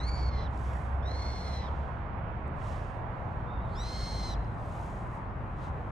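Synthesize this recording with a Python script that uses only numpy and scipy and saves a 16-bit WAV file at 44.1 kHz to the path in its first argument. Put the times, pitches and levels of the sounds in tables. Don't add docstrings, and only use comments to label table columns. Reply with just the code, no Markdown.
import numpy as np
import sys
import numpy as np
from scipy import signal
from scipy.fft import rfft, irfft, next_fast_len
from scipy.io import wavfile
from scipy.ndimage import uniform_filter1d

SR = 44100
rng = np.random.default_rng(int(sys.argv[2]) if len(sys.argv) > 2 else 0)


def store_pcm(level_fs):
    pcm = np.round(np.clip(level_fs, -1, 1) * 32767).astype(np.int16)
    wavfile.write(sys.argv[1], SR, np.atleast_2d(pcm).T)


N = 260631
TIME = np.arange(N) / SR
NARROW_DB = -5.5


def songbird():
    # time_s, whistle_hz, level_db, strain (0 clear to 1 full rasp)
    contours = [
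        [(0, 3820, -46, 0.37), (.06, 4330, -49, 0.33), (.085, 4510, -46, .35), (.16, 4530, -49.5, 0.26),
         (.178, 4530, -48, 1), (.245, 4490, -51, .8), (.294, 4370, -51, 0.6), (.305, 4300, -58, 1),
         (.345, 4190, -50.5, 0.68), (.432, 4020, -52, 0.87), (.447, 4000, -50, .4), (.465, 3830, -52, .3),
         (.482, 2850, -58, .4)],
        [(1.026, 3420, -65, .3), (1.066, 3800, -52.5, .3), (1.11, 4110, -52, 0.63), (1.17, 4260, -49, 0.79),
         (1.29, 4310, -51, 1), (1.4, 4250, -49.5, 1), (1.52, 4130, -49.5, 1), (1.61, 4020, -50, 0.77),
         (1.664, 3880, -54.5, .8), (1.692, 3050, -55.5, .5)],
        [(3.752, 3290, -57, .2), (3.778, 3600, -54.5, .2), (3.803, 3840, -45, 0.27), (3.828, 3960, -47, 0.4),
         (3.85, 4090, -46.5, 1), (3.95, 4215, -45, 0.96), (4.035, 4270, -43.5, 1), (4.11, 4205, -44.5, 0.87),
         (4.25, 4160, -44, 0.96), (4.31, 4050, -44, 0.87), (4.337, 3870, -46, 0.72), (4.355, 2950, -61, .5)],
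    ]
    # harmonic, level_db
    harmonics = [
        [(1, -7), (2, -0.5), (3, -19), (4, -26.5), (5, -38), (6, -47)],
        [(1, -7.5), (2, 0), (3, -18), (4, -27), (5, -34), (6, -40)],
        [(1, -12.5), (2, -1), (3, -16), (4, -22), (5, -35), (6, -40)],
    ]
    # narrow_after_s, flutter_hz, flutter_spread, ragged_db, beat_ratio,
    # beat_depth, rasp_db, rasp_tilt_db (per harmonic), squeal_db, left_lean_db, left_lead_ms
    voices = [ (.3, 140.8, .2, 2, .52, .17, -15, -2, 4, 2.5, 0.035),
              (.572, 115, .25, 2, .385, 0.41, -13, -1.3, 8.5, 3, 0.055),
              (.63, 125, .3, 0.86, .5, 0.37, -13.5, -1.3, 14.5, -.5, -.019)]
    return sum(screech(*call) for call in zip(contours, harmonics, voices))


def screech(contour, harmonics, character, glide_s=.0065, narrowing_s=.036, throat_hz=5260):
    # harmonic_above, level_db
    side_tones = [(2, -8), (3, -5), (4, -15.5)]
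    (narrow_after_s, flutter_hz, flutter_spread, ragged_db, beat_ratio, beat_depth,
     rasp_db, rasp_tilt_db, squeal_db, lean_db, lead_ms) = character
    whistle_hz, effort_db, strain = uniform_filter1d(follow(contour), round(glide_s * SR), axis=1)
    strain = np.clip(strain, 0, 1)
    narrow = np.clip((TIME - contour[0][0] - narrow_after_s) / narrowing_s + .5, 0, 1)
    flutter = np.cumsum(flutter_hz * np.maximum(1 + flutter_spread * wander(120), .7)) / SR
    choke = rng.uniform(.15, 1, N)[np.round(flutter).astype(int)]
    pinch = choke * np.cos(np.pi * flutter) ** 8
    slip = .6 * rng.standard_normal(N)[flutter.astype(int)]
    slide = .042 * (flutter % 1 - .5)
    pitch_hz = whistle_hz / 2 * (1 - slide + .0051 * wander(820) + .003 * wander(63))
    phase = phase_of(pitch_hz) + .1 * strain * wander(500)
    beat_phase = phase_of(beat_ratio * pitch_hz * (1 + .028 * wander(480)))
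    tilt_db = 3 * (1 - strain) + .095 * strain * (effort_db - effort_db.max()) + NARROW_DB * narrow
    tone = sides = 0
    for k, db in harmonics:
        lift_db = squeal_db * np.exp(-((k * pitch_hz - throat_hz) / 600) ** 2)
        blur = .12 * np.sqrt(strain * max(k - 2, 0)) * wander(300)
        flicker_db = (k != 2) * 1.5 * wander(60)
        partial_db = db + tilt_db * (k - 1.5) + lift_db + flicker_db
        tone += gain_of(partial_db) * np.cos(k * phase + slip + blur)
    for k, db in side_tones:
        side_db = db + NARROW_DB * narrow * k + 1.5 * wander(70)
        sides += gain_of(side_db) * np.cos(k * phase - beat_phase)
    voice = gain_of(2 + ragged_db * wander(60)) * (tone + strain * beat_depth * sides) * (1 - pinch)
    air = throat_air(whistle_hz.max() / 2, rasp_tilt_db, narrow)
    bursts = 1.27 + .86 * pinch
    rasp = gain_of(rasp_db + ragged_db / 2 * wander(60)) * strain * air * bursts
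    return pan((voice + rasp) * gain_of(effort_db) * gate(contour), lean_db, lead_ms)


def throat_air(pitch_hz, tilt_db, narrow):
    # frequency_hz, level_db
    colour = [(1500, -33), (2700, -14), (3400, -4.5), (4400, -8), (5500, -2.5), (6450, -12), (7200, -14.5),
              (8500, -11.5), (9400, -18.5), (12500, -19), (14000, -33)]
    # frequency_hz, likeness (1 is mono)
    image = [(4000, .8), (6500, .68), (8400, .3), (12000, .4)]
    hz = np.fft.rfftfreq(N, 1 / SR)
    likeness = curve_at(image, hz)
    noise = rfft(rng.standard_normal((3, N)))
    air = np.sqrt(likeness) * noise[0] + np.sqrt(1 - likeness) * noise[1:]
    air *= gain_of(curve_at(colour, hz) + tilt_db * hz / pitch_hz)
    bright = irfft(air, N)
    dull = irfft(air * gain_of(NARROW_DB * (hz / pitch_hz - 3)), N)
    return ((1 - narrow) * bright + narrow * dull) / bright.std()


def far_bird(bend=.041):
    # start_s, length_s, top_pitch_hz, level_db
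    notes = [(3.463, 0.146, 3650, -66), (3.585, .095, 3780, -71)]
    out = np.zeros(N)
    for start_s, length_s, top_hz, db in notes:
        arch = np.sin(np.pi * np.clip((TIME - start_s) / length_s, 0, 1)).clip(0)
        out += gain_of(db) * np.sqrt(arch) * fuzzy_whistle(top_hz * (1 - bend * (1 - arch)), 140)
    return out


def house_echo(sound, predelay_s=.0082, taps_per_s=2000):
    # frequency_hz, t60_s
    decay = [(1500, 0.12), (4000, 0.79), (8000, 0.12), (14000, 0.061)]
    late = np.arange(SR) / SR > predelay_s
    taps = rng.standard_normal((2, SR)) * (rng.random((2, SR)) < taps_per_s / SR) * late
    hz, t, bands = signal.stft(taps, SR, nperseg=256)
    tail = signal.istft(bands * gain_of(-60 * t / curve_at(decay, hz)[:, None]), SR, nperseg=256)[1]
    return signal.fftconvolve(sound, tail / np.linalg.norm(tail[0]), axes=1)[:, :N]


def jacket(crossover_hz=6500, zip_glide=.36):
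    # frequency_hz, level_db
    colour = [(800, -20), (2000, 7.5), (3200, 7.5), (4200, 1.5), (5600, -2), (6300, -1.5), (7300, -4),
              (8800, -5.5), (9600, -10.5), (12400, -16.5), (13500, -22.5)]
    # peak_s, rise_s, fall_s, level_db, brightness_db
    swishes = [(.54, 0.018, 0.033, -78, -7), (.66, 0.12, 0.24, -65.5, 3.5), (1.78, 0.47, 0.2, -76, -4),
               (2.695, 0.094, 0.14, -63, 1), (2.88, 0.11, 0.11, -72.5, 2), (3.279, 0.33, 0.32, -81.5, -0.5),
               (3.87, .16, 0.44, -67, 1), (4.48, 0.12, 0.16, -82, 8), (4.78, 0.19, 0.32, -67, 4),
               (5.145, 0.049, 0.058, -73.5, 5), (5.47, 0.14, 0.22, -87, 7.5),
               (5.655, 0.071, 0.038, -66.5, 0), (5.85, 0.3, .2, -80.5, 4.5)]
    # peak_s, rise_s, fall_s, top_pitch_hz, level_db
    zips = [(3.765, 0.11, 0.0136, 4200, -66.5), (5.65, 0.074, .03, 4060, -71)]
    hiss = stereo_noise(colour, image=[(2000, .72), (9000, .76)], patchy_db=1.2, lean_db=-2.7)
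    body = irfft(rfft(hiss) / (1 + (np.fft.rfftfreq(N, 1 / SR) / crossover_hz) ** 4), N)
    rubs = [(gain_of(db) * stroke(*timing), gain_of(bright_db)) for *timing, db, bright_db in swishes]
    body_gain = np.sqrt(sum((rub / bright) ** 2 for rub, bright in rubs))
    treble_gain = np.sqrt(sum((rub * bright) ** 2 for rub, bright in rubs))
    grain = gain_of(4 + 1.1 * wander(250))
    out = (body * body_gain + (hiss - body) * treble_gain) * grain
    for *timing, top_hz, db in zips:
        speed = stroke(*timing)
        out += gain_of(db) * speed * fuzzy_whistle(top_hz * (1 - zip_glide * (1 - speed)), 610)
    return out


def stroke(peak_s, rise_s, fall_s):
    away = np.maximum((peak_s - TIME) / rise_s, (TIME - peak_s) / fall_s)
    return np.exp(-away ** 1.9)


def ticks(half_length_s=.0011):
    # time_s, centre_hz, width (share of the centre), peak_db
    knocks = [(.577, 5600, .65, -52), (2.479, 7600, 0.18, -64), (2.619, 2850, 0.24, -45.5),
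              (4.447, 5530, .2, -59)]
    hz, out = np.fft.rfftfreq(N, 1 / SR), np.zeros(N)
    for time_s, centre_hz, width, db in knocks:
        resonance = np.exp(-((hz / centre_hz - 1) / width) ** 2)
        ring = unit_rms(irfft(rfft(rng.standard_normal(N)) * resonance, N)) / 2
        out += gain_of(db) * ring * np.exp(-((TIME - time_s) / half_length_s) ** 2)
    return out


def engines(waver=.0207, overtone_db=-18):
    # time_s, firing_hz, level_db
    curves = [
        [(0, 61.9, -31), (.45, 64.2, -31), (.9, 65.85, -33.5), (1.4, 67.56, -36), (1.88, 71.5, -35.5),
         (2.1, 72.93, -46), (2.65, 74.5, -40.5), (3, 75, -48.5)],
        [(3.4, 57.7, -38.5), (3.85, 55.15, -41.5), (4.4, 52.9, -34.5), (4.65, 50.6, -66)],
    ]
    out = np.zeros(N)
    for curve in curves:
        firing_hz, level_db = follow(curve)
        phase = phase_of(firing_hz * (1 + waver * wander(14.4)))
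        hum = (np.sin(phase) + gain_of(overtone_db) * np.sin(2 * phase)) * (1 + .42 * wander(33))
        out += gain_of(level_db) * unit_rms(hum) * gate(curve)
    return out


def traffic(wash_db=-43.5, rumble_trim_db=.5):
    # frequency_hz, level_db
    wash_colour = [(150, -20), (250, -3), (400, -3.5), (700, 1.5), (1000, 1), (1300, -4.5), (1700, -10.5),
                   (2300, -18), (3100, -28.5), (4000, -37), (6000, -50), (8800, -56), (10000, -74),
                   (13700, -85)]
    rumble_colour = [(18, -41), (25, -25), (36, 0), (58, -1.5), (85, -2.5), (112, -1), (150, -9),
                     (200, -10.5), (260, -19.5), (400, -26.5), (700, -89.5)]
    # time_s, level_db (before the trim)
    swell = [(0, -37.5), (.55, -37), (1.2, -39.5), (2.8, -38), (4.3, -37.5), (4.7, -38.5), (5.91, -38.5)]
    # frequency_hz, likeness (1 is mono)
    image = [(30, .76), (70, .84), (130, .94), (280, .97), (370, .93), (610, .63), (1310, .05), (2830, .4),
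             (6000, .3)]
    # frequency_hz, left_lean_db
    lean = [(60, -7.5), (110, -5), (200, 4.5), (360, 0), (660, -4), (1200, -7), (2190, -12), (3980, -6.5),
            (7250, -3.5), (13200, -8.5)]
    # time_s, share_of_lean
    facing = [(0, 0.85), (2.8, 0.96), (3.6, 0.45), (4.4, 0.075), (5.91, -0.12)]
    hz, frame_s = np.fft.rfftfreq(2048, 1 / SR), np.arange(N // 512 + 5) * 512 / SR
    lean_db = np.outer(curve_at(lean, hz), np.interp(frame_s, *np.transpose(facing)))
    wash = stereo_noise(wash_colour, image, patchy_db=1, lean_db=lean_db)
    rumble = stereo_noise(rumble_colour, image, patchy_db=.5)
    return wash * gain_of(wash_db) + rumble * gain_of(follow(swell)[0] + rumble_trim_db)


def stereo_noise(colour, image, patchy_db, lean_db=0):
    hz = np.fft.rfftfreq(2048, 1 / SR)[:, None]
    a, b, c, d, patches = rng.standard_normal((5, len(hz), N // 512 + 5))
    patches = unit_rms(uniform_filter1d(uniform_filter1d(patches, size=20, axis=0), size=10, axis=1))
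    likeness = np.clip(curve_at(image, hz), -1, 1)
    left = a + 1j * b
    right = likeness * left + np.sqrt(1 - likeness ** 2) * (c + 1j * d)
    bands = np.array([left * gain_of(lean_db / 2), right * gain_of(-lean_db / 2)])
    bands *= gain_of(curve_at(colour, hz) + patchy_db * patches)
    noise = signal.istft(bands, nperseg=2048, noverlap=1536)[1][:, :N]
    return noise / noise.mean(0).std()


def fuzzy_whistle(pitch_hz, width_hz):
    phase = phase_of(pitch_hz)
    return unit_rms(wander(width_hz) * np.cos(phase) + wander(width_hz) * np.sin(phase))


def pan(sound, lean_db, lead_ms):
    shift = gain_of(lean_db / 2) * np.exp(1j * np.pi * np.fft.rfftfreq(N, 1 / SR) * lead_ms / 1000)
    return irfft(rfft(sound) * np.array([shift, 1 / shift]), N)


def wander(rate_hz):
    size = next_fast_len(N, True)
    rolloff = np.exp(-(np.fft.rfftfreq(size, 1 / SR) / rate_hz) ** 2)
    return unit_rms(irfft(rfft(rng.standard_normal(size)) * rolloff, size)[:N])


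def gate(curve, fade_s=.0012):
    return np.clip(np.minimum(TIME - curve[0][0], curve[-1][0] - TIME) / fade_s, 0, 1)


def follow(curve):
    time_s, *columns = np.transpose(curve)
    return [np.interp(TIME, time_s, column) for column in columns]


def curve_at(points, hz):
    point_hz, values = np.transpose(points)
    return np.interp(np.log(hz + 1), np.log(point_hz + 1), values)


def phase_of(pitch_hz):
    return 2 * np.pi * np.cumsum(pitch_hz) / SR


def gain_of(db):
    return 10 ** (np.asarray(db) / 20)


def unit_rms(x):
    return x / np.sqrt(np.mean(x ** 2) + 1e-20)


def scene():
    birds = songbird() + far_bird()
    return birds + gain_of(-24) * house_echo(birds) + traffic() + engines() + jacket() + ticks()


def record(dry, low_cut_hz=27, high_cut_hz=13700):
    thinned = signal.sosfilt(signal.butter(4, low_cut_hz, "highpass", fs=SR, output="sos"), dry)
    faded = thinned * gate([(0,), (N / SR,)], fade_s=.003)
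    high_cut = signal.firwin(511, high_cut_hz, window=("kaiser", 9), fs=SR)
    return signal.oaconvolve(faded, high_cut[None], "same")


dry = scene()
out = record(dry)
store_pcm(out)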